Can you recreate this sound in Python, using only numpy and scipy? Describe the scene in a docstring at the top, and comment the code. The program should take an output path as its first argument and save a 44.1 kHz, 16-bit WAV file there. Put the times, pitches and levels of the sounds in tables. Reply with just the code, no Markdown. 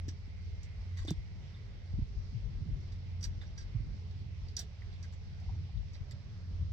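"""Fence mending in an open paddock, a few metres from a phone with two microphone openings (ports).
From the start a distant engine idles, light wind buffets each port, and a wide outdoor hiss holds a
faint whirr. Pliers click and scrape on barbed wire, making the steel ring, with dull knocks near 1 s.
The wind puffs harder from 2 to 4 s. Sharp clicks come at 3.2 s and, loudest, at 4.6 s; lighter clicks
and faint knocks follow until about 6 s, and the engine's hum swells at the end."""
import sys
import numpy as np
from scipy import signal
from scipy.fft import rfft, irfft
from scipy.io import wavfile
from scipy.ndimage import uniform_filter1d

SR = 44100
rng = np.random.default_rng(int(sys.argv[2]) if len(sys.argv) > 2 else 0)


def wrap_up_sound(samples):
    """Save the sound to the file named by the first command line argument, as 16-bit audio."""
    columns = np.atleast_2d(samples).T
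    # keep every value between -1 and 1, then stretch to whole-number steps
    tamed = np.clip(columns, -1, 1)
    steps = np.round(tamed * 32767).astype(np.int16)
    wavfile.write(sys.argv[1], SR, steps)


N = 296352


def steel_clicks():
    """Pliers strike the wire and it rings, then scrapes and crunches; a tight grip cuts each short."""
    # steel hitting steel: (time [s], blow level [dB], strongest pitch [Hz], drop away from that pitch
    # [dB per octave], freedom to ring [0-1], scrape against blow [dB], crunch against blow [dB])
    clicks = [(.081, -53, 5160, 12, 0.26, 13, -17), (0.0876, -42.5, 5600, 52, 0.11, -1, -36),
              (.6305, -52, 6500, 23, 0.3, 2, -29), (0.9703, -48, 3000, 7, 0.53, 4.5, -30),
              (.985, -49, 2935, 8, 0.32, 9, -23), (1.015, -54.5, 6500, -2, 0.8, 4, -34),
              (1.05, -49.5, 5920, 28, 0.08, 2.5, -29), (1.072, -48, 4700, 2, 1, 4, -31),
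              (1.0797, -38.5, 3600, 96, 0.87, -1.5, -39), (1.1052, -33, 6600, 25, 0.07, -12, -22),
              (1.542, -56.5, 3560, 93, 0.9, -16, -46), (2.92, -53.5, 4040, 7, 0.9, -9, -39),
              (3.208, -54.5, 5700, 31, 1, 2.5, -25), (3.2266, -39, 5650, 32, 0.6, -3, -28),
              (3.24, -56.5, 1600, 29, 0.61, 3.5, -45), (3.236, -51, 8000, 29, 0.4, 7, -47),
              (3.231, -49, 3680, 27, 0.6, -10, -30), (3.2386, -33, 5150, 25, 0.66, -11, -29),
              (3.25, -41, 5500, 8, 0, -2, -39), (3.41, -53.5, 3600, 78, 0.8, 2.5, -38),
              (3.411, -60.5, 1730, 18, 1, 12.5, -28), (3.467, -60.5, 5430, 90, 0.7, -12, -42),
              (3.576, -45.5, 5450, 35, 1, -5.5, -42), (3.577, -54, 1600, 42, 1, -2, -45),
              (3.578, -61.5, 3260, 49, 1, -0.5, -42), (3.604, -51.5, 5020, 19, 1, -4, -40),
              (3.621, -61, 1630, 20, 0.55, 5, -28), (4.11, -57.5, 4460, 19, 0.2, -8, -45),
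              (4.484, -50.5, 4600, 43, 0.3, -4, -37), (4.5659, -27, 5800, 23.5, 0.44, -13.5, -29.5),
              (4.573, -42.5, 4250, 17, 0.85, 1.5, -27), (4.5902, -31, 5750, 23, 0.4, -6.5, -22.5),
              (4.598, -48.5, 6200, 12, 0.43, 4, -12.5), (4.61, -49.5, 3700, 26, 0.7, -1, -35),
              (4.82, -48.5, 2030, 45, 0.2, -3, -40), (4.926, -55.5, 4060, 23, 0.6, -1.5, -42),
              (4.955, -60, 3610, 48, 0.8, -7, -44), (5.026, -49, 5700, 16, 0.75, -4.5, -35),
              (5.035, -56.5, 1690, 33, 0.6, 3.5, -44), (5.124, -59.5, 7060, -2, 0.4, 8, -27),
              (5.401, -56.5, 5000, 19, 0, -3, -28), (5.772, -55.5, 3700, 36, 0.33, -4, -43),
              (5.932, -57, 5960, 30, 1, -12, -31), (5.939, -54.5, 4770, 33, 0.8, -1, -36),
              (5.945, -55, 4020, 60, 0.7, -2, -38), (5.951, -55.5, 1990, 28, 0.5, -3, -47),
              (6.11, -45, 5200, 12, 0.08, 0.5, -23), (6.111, -55, 2000, 28, 0.7, -17, -46),
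              (6.119, -52, 3580, 26, 0.3, -6, -36)]
    # tones the wire and pliers ring with: (pitch [Hz], level [dB], time to fade by 60 dB [s])
    steel_tones = [(1094, 3.5, 0.099), (1606, -4.5, 0.22), (2016, 8.5, 0.066), (2550, -13.5, 0.016),
                   (3250, -8.5, 0.082), (3483, -4, 0.12), (3670, -1.5, 0.097), (4073, -3.5, 0.13),
                   (4738, 5, 0.089), (5050, -4.5, 0.062), (5520, -6.5, 0.044), (5625, -3, 0.14),
                   (5900, -6.5, 0.14), (5910, -5.5, 0.091), (6530, -12.5, 0.07), (7030, -7.5, 0.082),
                   (7170, -15.5, 0.055), (7830, -7.5, 0.069), (8170, -20.5, 0.045), (9300, -31.5, 0.018),
                   (11800, -30.5, 0.035)]
    # tone colour of the crunch: (frequency [Hz], level [dB])
    crunch_colour = [(6000, -14), (7500, 5.5), (9400, 1), (10500, -7), (11900, 0), (13500, -5),
                     (15300, 1.5)]
    grip_damping, snap_s, crack_s = 9, .00091, .0012
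    out, t = np.zeros((2, N)), np.arange(4096) / SR
    hz, db, ring_s = np.array(steel_tones).T[:, :, None]
    signs = (-1) ** np.arange(len(hz))[:, None]
    crunch_gain = gain(read_at(crunch_colour, np.fft.rfftfreq(len(t), 1 / SR)))
    end_fade = np.clip((t[-1] - t) / .02, 0, 1)
    noises = rng.standard_normal((len(clicks), 4, len(t)))
    scatters = rng.standard_normal((len(clicks), 2, len(hz), 1))
    for click, noise, (detune, scatter) in zip(clicks, noises, scatters):
        start, blow_db, strongest_hz, drop_db, free, scrape_db, crunch_db = click
        tight = (1 - free) ** 3
        tone_db = db - drop_db * np.abs(np.log2(hz / strongest_hz))
        # each tone spreads unevenly, so it reaches the two ports out of step
        phase = np.array([.4 * scatter, 0 * scatter])
        tones = ring(t, hz * (1 + .0044 * detune), max(free, .03) * ring_s, phase)
        snap = 1 + 3.7 * tight * np.exp(-t / snap_s)
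        blow = (gain(tone_db + 1.5 * scatter) * tones).sum(1) * soft_start(t, .0011) * snap
        # tiny slips reach the ports by partly different paths and shake the same tones, now gripped
        slips = (.55 * noise[0] + noise[1:3]) * gain(3 * np.repeat(noise[3, ::32], 32))
        rub = slips * np.exp(-t / (.0072 + .013 * free)) * (1 - np.exp(-t / .0079))
        short_tones = ring(t[:1024], hz * (1 + .025 * detune), ring_s / grip_damping)
        gripped = (gain(.5 * tone_db) * short_tones * signs).sum(0)
        scrape = signal.fftconvolve(rub, gripped[None])[:, :len(t)] / np.sqrt(np.sum(gripped ** 2))
        rasp = gain(-7.5) * band(rub, 1300, 3600)
        # a tightly gripped blow opens with a crack
        crack = 3.8 * tight * noise[0] * np.exp(-t / crack_s)
        crunch = (slips * np.exp(-t / (.0042 + .018 * free)) + crack) * soft_start(t, .001)
        crunch = band(irfft(rfft(crunch) * crunch_gain), 6000, 14000)
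        sound = blow / np.abs(blow[1]).max() + gain(scrape_db) * (scrape + rasp) / 2
        sound += gain(crunch_db) * crunch
        add(out, start, sound * gain(blow_db) * end_fade)
    return out


def dull_knocks():
    """A soft blow rings one dull tone, with gritty noise near that pitch; higher knocks are grittier."""
    # knocks of tool, post and ground: (time [s], level [dB], pitch [Hz], time to fade by 60 dB [s])
    knocks = [(.081, -28, 265, 0.021), (1.048, -35.5, 320, 0.037), (1.051, -44, 630, 0.016),
              (1.081, -33.5, 295, 0.087), (1.083, -30, 540, 0.0075), (1.108, -31, 716, 0.0089),
              (1.1086, -17.5, 158.5, 0.051), (1.109, -29, 314, 0.058), (4.59, -62.5, 702, 0.3),
              (5.415, -62, 765, 0.1), (5.455, -65, 760, 0.091), (5.489, -60.5, 950, 0.1),
              (5.492, -59.5, 770, 0.064), (5.548, -62, 790, 0.06), (5.69, -56.5, 826, 0.048),
              (5.83, -56, 780, 0.023), (5.962, -62, 577, 0.13), (6.13, -63, 577, 0.34)]
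    out, t = np.zeros(N), np.arange(8192) / SR
    for start, db, hz, ring_s in knocks:
        grit = 1.1 * min(hz / 800, 1) ** 2 * band(rng.standard_normal(len(t)), hz / 1.15, hz * 1.15)
        grit *= np.exp(-np.log(1000) * t / ring_s) * (1 - np.exp(-t / .0028))
        add(out, start, gain(db) * (ring(t, hz, ring_s) + grit) * soft_start(t, .47 / hz))
    return np.array([out, out])


def wind():
    """Swirls of air, partly shared by the ports, buffet and rumble; strong gusts add a higher flutter."""
    # wind on the ports: (time [s], strength [dB], left minus right [dB])
    gusts = [(0.0, -48.5, 3.5), (0.22, -58.5, 2.5), (1.05, -59.5, 0), (1.65, -60, 0.5), (2.0, -52.5, -5.5),
             (2.2, -54, 5), (2.51, -50, 0.5), (2.72, -49.5, 0), (2.95, -53, 2), (3.5, -53, 1),
             (3.84, -51, -1.5), (3.95, -54, -0.5), (4.87, -58, -1), (5.41, -57, -1), (6.08, -56, 0),
             (6.72, -57.5, -9)]
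    db, pan_db = over_time(gusts)
    buffet_db = db + 2.5 * wander(12)
    rumble_db = db - 1 + 2.5 * wander(12)
    flutter_db = buffet_db - 22.5 + .56 * (buffet_db + 36.5)  # grows faster than the buffeting
    pan_db = pan_db + 2 * wander(9.7)
    shared = rng.standard_normal(N)
    out = []
    for side in (.5, -.5):
        swirl = (1.08 * shared + rng.standard_normal(N)) * gain(side * pan_db)
        flutter = rng.standard_normal(N) * gain(side * pan_db + flutter_db + 3.8 * wander(65))
        buffet = band(swirl * gain(buffet_db), 85.4, 139)
        rumble = band(swirl * gain(rumble_db), 28, 66)
        out.append(buffet + band(flutter, 150, 360) + rumble)
    return np.array(out)


def wind_puffs():
    """A single swirl of air hits a port: a few low waves that fall in pitch."""
    # firm puffs: (time [s], level [dB], pitch [Hz], length [waves], left minus right [dB])
    puffs = [(1.933, -33.5, 112, 2.4, -12), (1.98, -30.5, 127, 2.7, -9.5), (1.932, -43.5, 200, 2.6, -11),
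             (1.988, -35, 228, 3, -11.5), (2.325, -45.5, 200, 3.3, -9), (2.654, -49.5, 218, 4.8, -10),
             (3.75, -48, 230, 2.6, -12), (3.8, -46.5, 220, 2.1, -16), (3.942, -50, 200, 2.7, -12),
             (.277, -48.5, 232, 2.6, 0), (2.016, -29, 101, 2.8, -12), (2.186, -36.5, 108, 2.7, 12),
             (2.338, -37, 130, 5.6, 13), (2.36, -37, 105.5, 4.6, 15), (2.61, -39, 128, 4.4, -18),
             (2.679, -39.5, 129, 4.8, -19.5), (3.267, -37, 126, 4.9, -7), (3.746, -27, 115, 4.6, -9.5),
             (3.8, -34, 106, 2.8, -17.5), (5.529, -34, 103, 4.5, 4), (5.75, -39, 111.3, 7.3, 17),
             (6.006, -41.5, 107, 2.7, 27), (6.62, -31.5, 109, 2.8, 7.5), (0.212, -42.5, 49.3, 4.6, 8),
             (0.761, -39, 52, 6.2, 5), (0.992, -35.5, 51.7, 3.5, 11), (1.169, -31.5, 62, 2.7, 5),
             (1.901, -36.5, 52, 9.6, 12), (2.148, -37, 52, 4.9, 16), (2.272, -39, 50.4, 3.6, -1),
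             (2.415, -39, 51, 5.6, 20), (2.521, -35.5, 51, 5, 6), (2.699, -35.5, 49.5, 4.4, 14.5),
             (2.911, -39.5, 53, 4, -2), (3.236, -36.5, 53.5, 6.5, 11), (3.631, -45, 55.4, 3.9, 19),
             (3.741, -35.5, 53.7, 7.1, -7), (3.882, -34.5, 54, 5.1, -5), (4.401, -40.5, 53, 3.9, 7),
             (5.465, -36, 53.6, 3.9, 10), (5.725, -38.5, 56.1, 8.9, 20), (6.513, -42.5, 51.3, 3.6, 10),
             (6.591, -35, 78, 5.1, 10)]
    out = np.zeros((2, N))
    for start, db, hz, waves, pan_db in puffs:
        progress = np.arange(int(SR * waves / hz)) * hz / SR / waves
        swell = np.sin(np.pi * progress ** .7) ** 2  # peaks early
        falling_tone = np.sin(2 * np.pi * waves * progress * (1.15 - .25 * progress))
        add(out, start, swell * falling_tone * gain(db + pan_db * np.array([[.5], [-.5]])))
    return out


def distant_engine():
    """An idling engine hums at multiples of its firing rate; moving air shifts the hum at each port."""
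    # tones of the hum: (multiple of the firing rate, level [dB])
    hum_tones = [(2, -21), (3, -9), (4, -4.5), (5, 2.5), (6, -7), (7, -28.5), (8, -17), (10, -19),
                 (11, -20.5)]
    # loudness of the whole hum: (time [s], level [dB])
    hum_level = [(0, -48.5), (.8, -46.5), (1.6, -50), (2.4, -48), (3.2, -47.5), (4, -48), (4.8, -48),
                 (5.6, -47.5), (6.2, -53.5), (6.72, -41)]
    firing_hz, drift_radians = 17.64, .4
    cycle = 2 * np.pi * np.cumsum(firing_hz * (1 + .0033 * wander(6.6))) / SR
    hum = 0
    for multiple, db in hum_tones:
        level = gain(db + 2.19 * wander(9))
        phase = multiple * cycle + 2 * np.pi * rng.random()
        drift = drift_radians * np.array([wander(5.7), wander(7)])
        hum += level * np.sin(phase + drift)
    return np.sqrt(2) * gain(over_time(hum_level)[0]) * hum


def outdoor_hiss():
    """Wide noise in half-octave bands that swell together and flicker on their own."""
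    # tone colour of the hiss: (frequency [Hz], level [dB])
    hiss_colour = [(100, 1), (190, -8.5), (260, -24), (415, -10), (480, -15), (800, -19), (1170, -21.5),
                   (1850, -20.5), (2050, -20), (2500, -21), (5600, -23), (6900, -41), (7500, -39.5),
                   (8900, -63)]
    # how alike left and right sound: (frequency [Hz], likeness [0-1])
    likeness = [(100, 1), (640, 0.69), (1400, 0.26), (3100, 0.0076), (15000, 0.13)]
    hiss_db = -66.5
    hz = np.fft.rfftfreq(N, 1 / SR)
    alike = read_at(likeness, hz)
    shared, opposite = (rfft(rng.standard_normal(N)) * np.sqrt(1 + sign * alike) for sign in (1, -1))
    spectrum = np.array([shared + opposite, shared - opposite])
    spectrum *= gain(read_at(hiss_colour, hz)) * (hz > 100) * (hz < 9500)
    strength = np.sqrt(np.mean(np.abs(spectrum.mean(0)[hz > 300]) ** 2) / N)
    out, swell, octaves = 0, wander(3.6), np.log2(np.maximum(hz, 1) / 100)
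    for k in range(15):
        share = np.cos(np.pi / 2 * np.clip(2 * octaves - k, -1, 1)) ** 2
        flicker_db = .3 * swell + (2 - k / 10) * wander(14)  # the far hiss is steadier than the bass
        out += gain(flicker_db) * irfft(spectrum * share, N)
    return out * gain(hiss_db) / strength


def whirr():
    """Narrow bands of noise waver in level; each port hears its own noise."""
    # bands of the whirr: (centre [Hz], width [Hz], level [dB])
    whirr_bands = [(1980, 66, -0.5), (2120, 68, 0.5), (2307, 90, -4.5)]
    # loudness of the whole whirr: (time [s], level [dB])
    whirr_level = [(0, -77.5), (1.2, -77), (2.4, -80.5), (3.4, -80), (4.2, -81), (4.8, -84), (5.5, -80.5),
                   (6.72, -85)]
    out = 0
    for hz, width, db in whirr_bands:
        level = gain(db + 1.2 * wander(9))
        out += level * band(rng.standard_normal((2, N)), hz - width / 2, hz + width / 2, order=1)
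    return out * gain(over_time(whirr_level)[0])


def through_ports(sound):
    """Each port colours the sound in its own way, and the right one hears it a little late."""
    # difference in tone colour: (frequency [Hz], left minus right [dB])
    port_colour = [(1000, -1.5), (1700, -0.5), (2400, -6), (3700, -1), (4400, -7.5), (5800, -6.5),
                   (6500, -16.5), (7200, 15.5), (8600, 9), (9900, -1), (10800, 4.5), (15500, 9.5)]
    # extra head start of the left port: (frequency [Hz], phase [radians])
    left_lead = [(2600, 0), (3450, 2), (3800, 2), (4150, 0), (4750, -.7), (5400, 0)]
    right_delay_s = .00016
    hz = np.fft.rfftfreq(N, 1 / SR)
    lean = gain(read_at(port_colour, hz) / 2)
    left = lean * np.exp(1j * read_at(left_lead, hz))
    right = np.exp(-2j * np.pi * hz * right_delay_s) / lean
    return irfft(rfft(sound) * np.array([left, right]), N)


def gain(db):
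    """Turn decibels into a multiplier."""
    return 10 ** (np.asarray(db) / 20)


def read_at(table, hz):
    """Read a frequency table at hz, gliding between its rows."""
    row_hz, values = np.transpose(table)
    return np.interp(np.log(np.maximum(hz, 1)), np.log(row_hz), values)


def over_time(table):
    """Stretch each column of a time table to one value a sample."""
    times, *columns = np.transpose(table)
    return [np.interp(np.arange(N) / SR, times, column) for column in columns]


def band(x, lo_hz, hi_hz, order=2):
    """Keep one range of frequencies; white noise comes out about as strong as it went in."""
    sos = signal.butter(order, [lo_hz, hi_hz], "band", fs=SR, output="sos")
    return signal.sosfilt(sos, x) * np.sqrt(SR / 2 / (hi_hz - lo_hz))


def wander(rate_hz):
    """A smooth random curve that strays about 1 either side of zero."""
    hold = int(SR / rate_hz)
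    steps = np.repeat(rng.standard_normal(N // hold + 1), hold)
    return 1.84 * uniform_filter1d(uniform_filter1d(steps, hold), hold)[:N]


def ring(t, hz, ring_s, phase=0):
    """A tone that fades by 60 dB in ring_s seconds."""
    return np.sin(2 * np.pi * hz * t + phase) * np.exp(-np.log(1000) * t / ring_s)


def soft_start(t, rise_s):
    """A smooth rise from 0 to 1."""
    return 1 - np.exp(-(t / rise_s) ** 2)


def add(out, start, sound):
    """Mix a sound in at start seconds."""
    i = int(start * SR)
    out[..., i:i + sound.shape[-1]] += sound[..., :N - i]


def scene():
    """The paddock's sounds pass through the ports; the wind blows right on them."""
    paddock = steel_clicks() + dull_knocks() + distant_engine() + outdoor_hiss() + whirr()
    return through_ports(paddock) + wind() + wind_puffs()


def record(dry):
    """The microphones add a faint hiss, the treble flickers faintly, and the phone cuts the very top."""
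    hiss_db, treble_db, top_hz = -98, -100, 15750
    hiss = gain(hiss_db) * rng.standard_normal(dry.shape)
    treble = gain(treble_db + 1.5 * wander(40)) * band(rng.standard_normal(dry.shape), 11500, 15500)
    return signal.sosfilt(signal.ellip(10, .2, 70, top_hz, fs=SR, output="sos"), dry + hiss + treble)


dry = scene()
out = record(dry)
wrap_up_sound(out)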